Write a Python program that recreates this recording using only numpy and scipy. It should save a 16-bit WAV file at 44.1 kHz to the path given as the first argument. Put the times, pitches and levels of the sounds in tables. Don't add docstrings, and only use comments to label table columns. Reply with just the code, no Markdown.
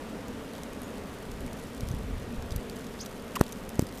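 import sys
import numpy as np
from scipy import signal
from scipy.fft import rfft, irfft
from scipy.io import wavfile
from scipy.ndimage import uniform_filter1d

SR = 44100
rng = np.random.default_rng(int(sys.argv[2]) if len(sys.argv) > 2 else 0)


def output_pcm(signal):
    pcm = np.clip(np.atleast_2d(signal).T, -1, 1) * 32767
    wavfile.write(sys.argv[1], SR, np.round(pcm).astype(np.int16))


N = 176400
T = np.arange(N) / SR


def amp(db):
    return 10 ** (np.asarray(db) / 20)


def unit(x):
    return x / np.sqrt(np.mean(x ** 2) + 1e-20)


def level(points):
    return amp(np.interp(T, *np.transpose(points)))


def spectrum_db(hz, points):
    point_hz, db = np.transpose(points)
    return np.interp(np.log(hz + 1), np.log(point_hz + 1), db)


def colour(x, points):
    hz = np.fft.rfftfreq(len(x), 1 / SR)
    return unit(irfft(rfft(x) * amp(spectrum_db(hz, points)), len(x)))


def add(mix, start, sound):
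    part = mix[max(round(start * SR), 0):][:len(sound)]
    part += sound[:len(part)]


def noise(size):
    return rng.standard_normal(size)


def push(t, width, rebound, roundness=2):
    core = np.exp(-abs(t / width) ** roundness)
    back = np.exp(-(t / rebound) ** 2)
    return core - back * core.sum() / back.sum()


def whine(hz=1896, db=-65):
    return amp(db) * np.sin(2 * np.pi * hz * T)


# frequency in Hz, relative level in dB.
TICK_SPECTRUM = [(400, -28), (1800, -4), (3300, 6), (5000, 3.5), (8000, 2.5), (12500, 1.5), (15000, -2.5)]
# time in seconds, level in dB.
PATTER_LEVEL = [(0, -64), (.55, -63), (1.1, -59.5), (1.45, -60.5), (1.9, -56), (2.25, -62), (2.7, -58),
                (3.2, -58.5), (3.5, -55.5), (3.7, -57.5), (3.9, -53.5), (4, -51)]

def far_sleet(grains_per_s=260, spread_db=2.5, decay_s=0.0016):
    landings = rng.random(N) < grains_per_s / SR
    strength = amp(spread_db * np.minimum(rng.exponential(1, N), 4))
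    envelope = signal.lfilter([1], [1, -np.exp(-1 / (decay_s * SR))], landings * strength)
    return colour(envelope * noise(N), TICK_SPECTRUM) * level(PATTER_LEVEL)


# start in seconds,
# length in seconds, first and last pitch in Hz, level in dB, rasp as rms pitch jitter in Hz.
BIRD_NOTES = [(0.82, .06, 6480, 6900, -58, 100), (2.99, .015, 2980, 5100, -47.5, 600),
              (3.001, 0.019, 3310, 6630, -39, 300), (3.0175, .008, 6740, 4430, -44, 500),
              (3.023, .013, 5880, 6400, -45, 400), (3.03, .008, 6360, 3700, -51, 500)]

def bird(glide_ease=2.31, echo_db=-5, echo_s=0.01):
    out = np.zeros(N)
    for start, length, from_hz, to_hz, db, rasp_hz in BIRD_NOTES:
        progress = np.arange(0, length, 1 / SR) / length
        glide = to_hz + (from_hz - to_hz) * abs(1 - progress) ** glide_ease
        rasp = rasp_hz * unit(uniform_filter1d(noise(len(progress)), size=20))
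        envelope = np.sqrt(abs(np.sin(np.pi * progress)))
        add(out, start, amp(db) * envelope * np.sin(2 * np.pi * np.cumsum(glide + rasp) / SR))
    tail = noise(4096) * np.exp(-T[:4096] / echo_s)
    return out + amp(echo_db) * signal.fftconvolve(out, tail / np.linalg.norm(tail))[:N]


# start in seconds, level in dB,
# ring pitch in Hz, decay of the shatter in seconds, gain of the ring relative to the shatter.
NEAR_GRAINS = [(.2825, -41, 7440, .0015, .2), (.535, -42.5, 6000, 0.0014, .2), (.552, -41, 3020, .0015, .8),
               (0.5814, -45, 4020, .002, .5), (.634, -35, 8500, 0.0013, .5),
               (.818, -39, 11700, .0015, 0.54), (.8326, -41, 8200, .001, .7),
               (.9812, -43, 6600, 0.0017, 0.33), (1.316, -41, 5800, .002, .3),
               (1.406, -41, 11000, 0.0016, .2), (1.463, -42, 9000, 0.0022, .2),
               (1.479, -49.5, 2320, 0.0016, 4), (1.5308, -40, 10400, .002, .3),
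               (1.638, -42, 9900, .0012, 0.87), (1.748, -42, 8000, .0015, .2),
               (1.8075, -33, 6400, .0008, .3), (1.887, -33.5, 9800, 0.0009, .4),
               (1.887, -52, 5100, 0.0018, 3), (1.9147, -39.5, 6100, 0.0011, 1.4),
               (2.424, -40, 5400, 0.0012, 0.71), (2.5072, -39.5, 4900, 0.0013, 0.92),
               (2.5177, -41, 4400, .002, .4), (2.522, -38, 5500, .0015, .3),
               (2.5612, -33.5, 12000, 0.003, 0.7), (2.6972, -36, 4800, 0.0018, 0.55),
               (2.766, -44, 6300, 0.0022, .2), (2.8672, -41, 6460, .0015, 1),
               (3.0114, -38.5, 8500, .0015, .2), (3.0606, -35, 6000, 0.0035, 0.49),
               (3.395, -36, 8900, .0008, .8), (3.414, -38, 8500, 0.0018, 1.1),
               (3.4645, -40, 4970, 0.0025, .2), (3.523, -35.5, 8300, .0015, 0.44),
               (3.5269, -38.5, 6360, 0.0022, .8), (3.692, -34.5, 13100, 0.0012, 0.55),
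               (3.7554, -40, 8100, .0012, 0.86), (3.8123, -38, 9000, .0012, .2),
               (3.819, -35.5, 11800, 0.0015, .3), (3.8684, -41, 6140, 0.0024, .3),
               (3.956, -46, 13000, .002, .5)]

def near_sleet(rise_s=0.00025, ring_stretch=1.15, focus_db_per_octave=3.5):
    out, t = np.zeros(N), np.arange(1024) / SR
    for start, db, ring_hz, decay, ring_gain in NEAR_GRAINS:
        spectrum = [(hz, band_db - focus_db_per_octave * abs(np.log2(hz / ring_hz)))
                    for hz, band_db in TICK_SPECTRUM]
        shatter = colour(noise(len(t)), spectrum) * np.exp(-t / decay)
        ring = ring_gain * np.sin(2 * np.pi * ring_hz * t) * np.exp(-t / (ring_stretch * decay))
        attack = np.minimum(t / rise_s, 1) * np.exp(rise_s / decay)
        add(out, start, amp(db) * (shatter + ring) * attack)
    return out


# frequency in Hz, relative level in dB.
SCRAPE_SPECTRUM = [(400, -22), (1200, -2), (3100, 12.5), (3800, -5), (5000, 3.5), (9000, -1.5), (12500, 3),
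                   (15000, -9)]
# start in seconds, length in seconds,
# the squeak's first pitch and the pitch it falls toward in Hz, squeak and scrape levels in dB.
FINGER_SLIPS = [(3.3543, .0195, 3320, 1007, -30.5, -33), (3.4046, 0.0045, 1740, 1110, -38, -59)]

def finger_slips(attack_s=0.00078, fall_s=0.00418, scrape_s=0.013, waver=0.08, rough=0.4):
    out = np.zeros(N)
    for start, length, from_hz, to_hz, squeak_db, scrape_db in FINGER_SLIPS:
        t = np.arange(0, length, 1 / SR)
        progress = t / length
        wobble, grip = (unit(signal.detrend(uniform_filter1d(noise(len(t)), size=24))) for _ in range(2))
        hz = (to_hz + (from_hz - to_hz) * np.exp(-t / fall_s)) * (1 + waver * wobble)
        swell = (0.36 + 2 * progress ** 2) * (1 - progress ** 10)
        squeak = np.sin(2 * np.pi * np.cumsum(hz) / SR) * swell * (1 + rough * grip)
        scrape = colour(noise(len(t)), SCRAPE_SPECTRUM) * np.exp(-(t / scrape_s) ** 4)
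        attack = np.minimum(t / attack_s, 1)
        add(out, start, (amp(squeak_db) * squeak + amp(scrape_db) * scrape) * attack)
    return out


# frequency in Hz, relative level in dB.
CASE_SPECTRUM = [(400, -23), (1000, -13), (1900, 7.5), (3200, -1.5), (4200, 2), (4800, -4), (5700, 3.5),
                 (6800, -4), (7800, 4.5), (8800, -6.5), (10500, -1.5), (11900, -1), (13500, -6),
                 (15000, -4.5)]
# time in seconds, the push's level in dB,
# half width in seconds and roundness (1 pointed, 2 smooth) before the fingertip softens it,
# clack level in dB, click level in dB, half length of the click in seconds.
CASE_KNOCKS = [(3.4123, -2, .00062, 1.44, -15.5, -25.5, 0.0019),
               (3.7944, -6, 0.00068, 1.67, -32.5, -24.5, 0.00084), (3.8263, -14, .001, 2, -50, -51, .001)]

def finger_knocks(soft_hz=1900, rebound_s=0.0054, clack_hz=1100, clack_s=0.00062):
    out, t = np.zeros(N), np.arange(-0.02, 0.02, 1 / SR)
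    fingertip = signal.butter(3, soft_hz, fs=SR, output="sos")
    clack = np.cos(2 * np.pi * clack_hz * t) * np.exp(-(t / clack_s) ** 2)
    for time, db, width, roundness, clack_db, click_db, click_s in CASE_KNOCKS:
        click = colour(noise(len(t)), CASE_SPECTRUM) * np.exp(-(t / click_s) ** 4)
        thud = signal.sosfiltfilt(fingertip, push(t, width, rebound_s, roundness))
        add(out, time + t[0], amp(click_db) * click - amp(db) * thud - amp(clack_db) * clack)
    return out


# frequency in Hz, relative level in dB.
RUMBLE_SPECTRUM = [(10, -9), (28, 2.5), (60, 4), (115, -1), (170, -8), (260, -19), (500, -41), (1500, -76),
                   (8000, -90)]
# time in seconds, level in dB.
GUST_LEVEL = [(0, -57), (1.24, -63), (1.3, -44), (1.45, -40), (1.53, -48), (1.76, -51), (1.84, -37),
              (1.93, -33.5), (1.98, -37.5), (2.14, -34.5), (2.21, -40.5), (2.31, -46), (2.39, -38.5),
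              (2.47, -42.5), (2.57, -42), (2.65, -59), (4, -53)]
# time in seconds, level in dB, half width in seconds, sign of the pressure.
MIC_EDDIES = [(1.834, -18, 0.0019, -1), (1.911, -17, .002, 1), (1.941, -19.5, 0.0015, 1),
              (2.139, -32, 0.001, 1), (2.386, -27, 0.0059, -1), (2.523, -21, 0.0033, -1),
              (2.562, -18.5, 0.002, -1), (2.581, -26, 0.0037, -1)]

def buffeting(rebound_ratio=6):
    out = colour(noise(N), RUMBLE_SPECTRUM) * level(GUST_LEVEL)
    t = np.arange(-0.04, 0.04, 1 / SR)
    for time, db, width, sign in MIC_EDDIES:
        add(out, time + t[0], np.sign(sign) * amp(db) * push(t, width, rebound_ratio * width))
    return out


# frequency in Hz, relative level in dB.
ROAR_SPECTRUM = [(12, -30), (22, -6), (62, -7), (100, -8.5), (145, -10), (195, -2.5), (245, 0.5), (290, -5),
                 (340, -14), (400, -5.5), (455, -6), (545, -9.5), (630, -11.5), (820, -17), (930, -14.5),
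                 (1030, -19), (1140, -17), (1320, -19), (2000, -23), (3200, -26.5), (4500, -32),
                 (7000, -35), (10000, -37), (13000, -41), (15000, -47)]
# time in seconds, pitch in Hz.
HOLLOW_PITCH = [(0, 235), (.7, 245), (1.3, 232), (2, 233), (2.8, 221), (4, 228)]
# time in seconds, level in dB.
ROAR_LEVEL = [(0, -39.5), (.65, -39.5), (1.2, -40), (2, -40.5), (2.8, -40), (3.4, -40.5), (4, -41)]

def wind_in_trees(patchy_db=0.7, drift_below_hz=700):
    hz, t, bands = signal.stft(noise(N), SR, nperseg=2048)
    hz = hz[:, None]
    drift = np.interp(t, *np.transpose(HOLLOW_PITCH)) / np.mean(HOLLOW_PITCH, axis=0)[1]
    pitch_ratio = 1 + (drift - 1) / (1 + (hz / drift_below_hz) ** 4)
    patches = uniform_filter1d(noise(bands.shape), size=20, axis=0)
    patches = unit(uniform_filter1d(patches, size=4, axis=1))
    gain = amp(spectrum_db(hz / pitch_ratio, ROAR_SPECTRUM) + patchy_db * patches)
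    roar = signal.istft(bands * gain, nperseg=2048)[1][:N]
    return unit(roar) * level(ROAR_LEVEL)


def scene():
    storm = wind_in_trees() + buffeting() + near_sleet() + far_sleet()
    return (storm + finger_knocks() + finger_slips() + bird() + whine())[None]


def record(dry):
    band_limit = signal.firwin(401, cutoff=15200, window=("kaiser", 8), fs=SR)
    return signal.oaconvolve(dry, band_limit[None], "same")


dry = scene()
out = record(dry)
output_pcm(out)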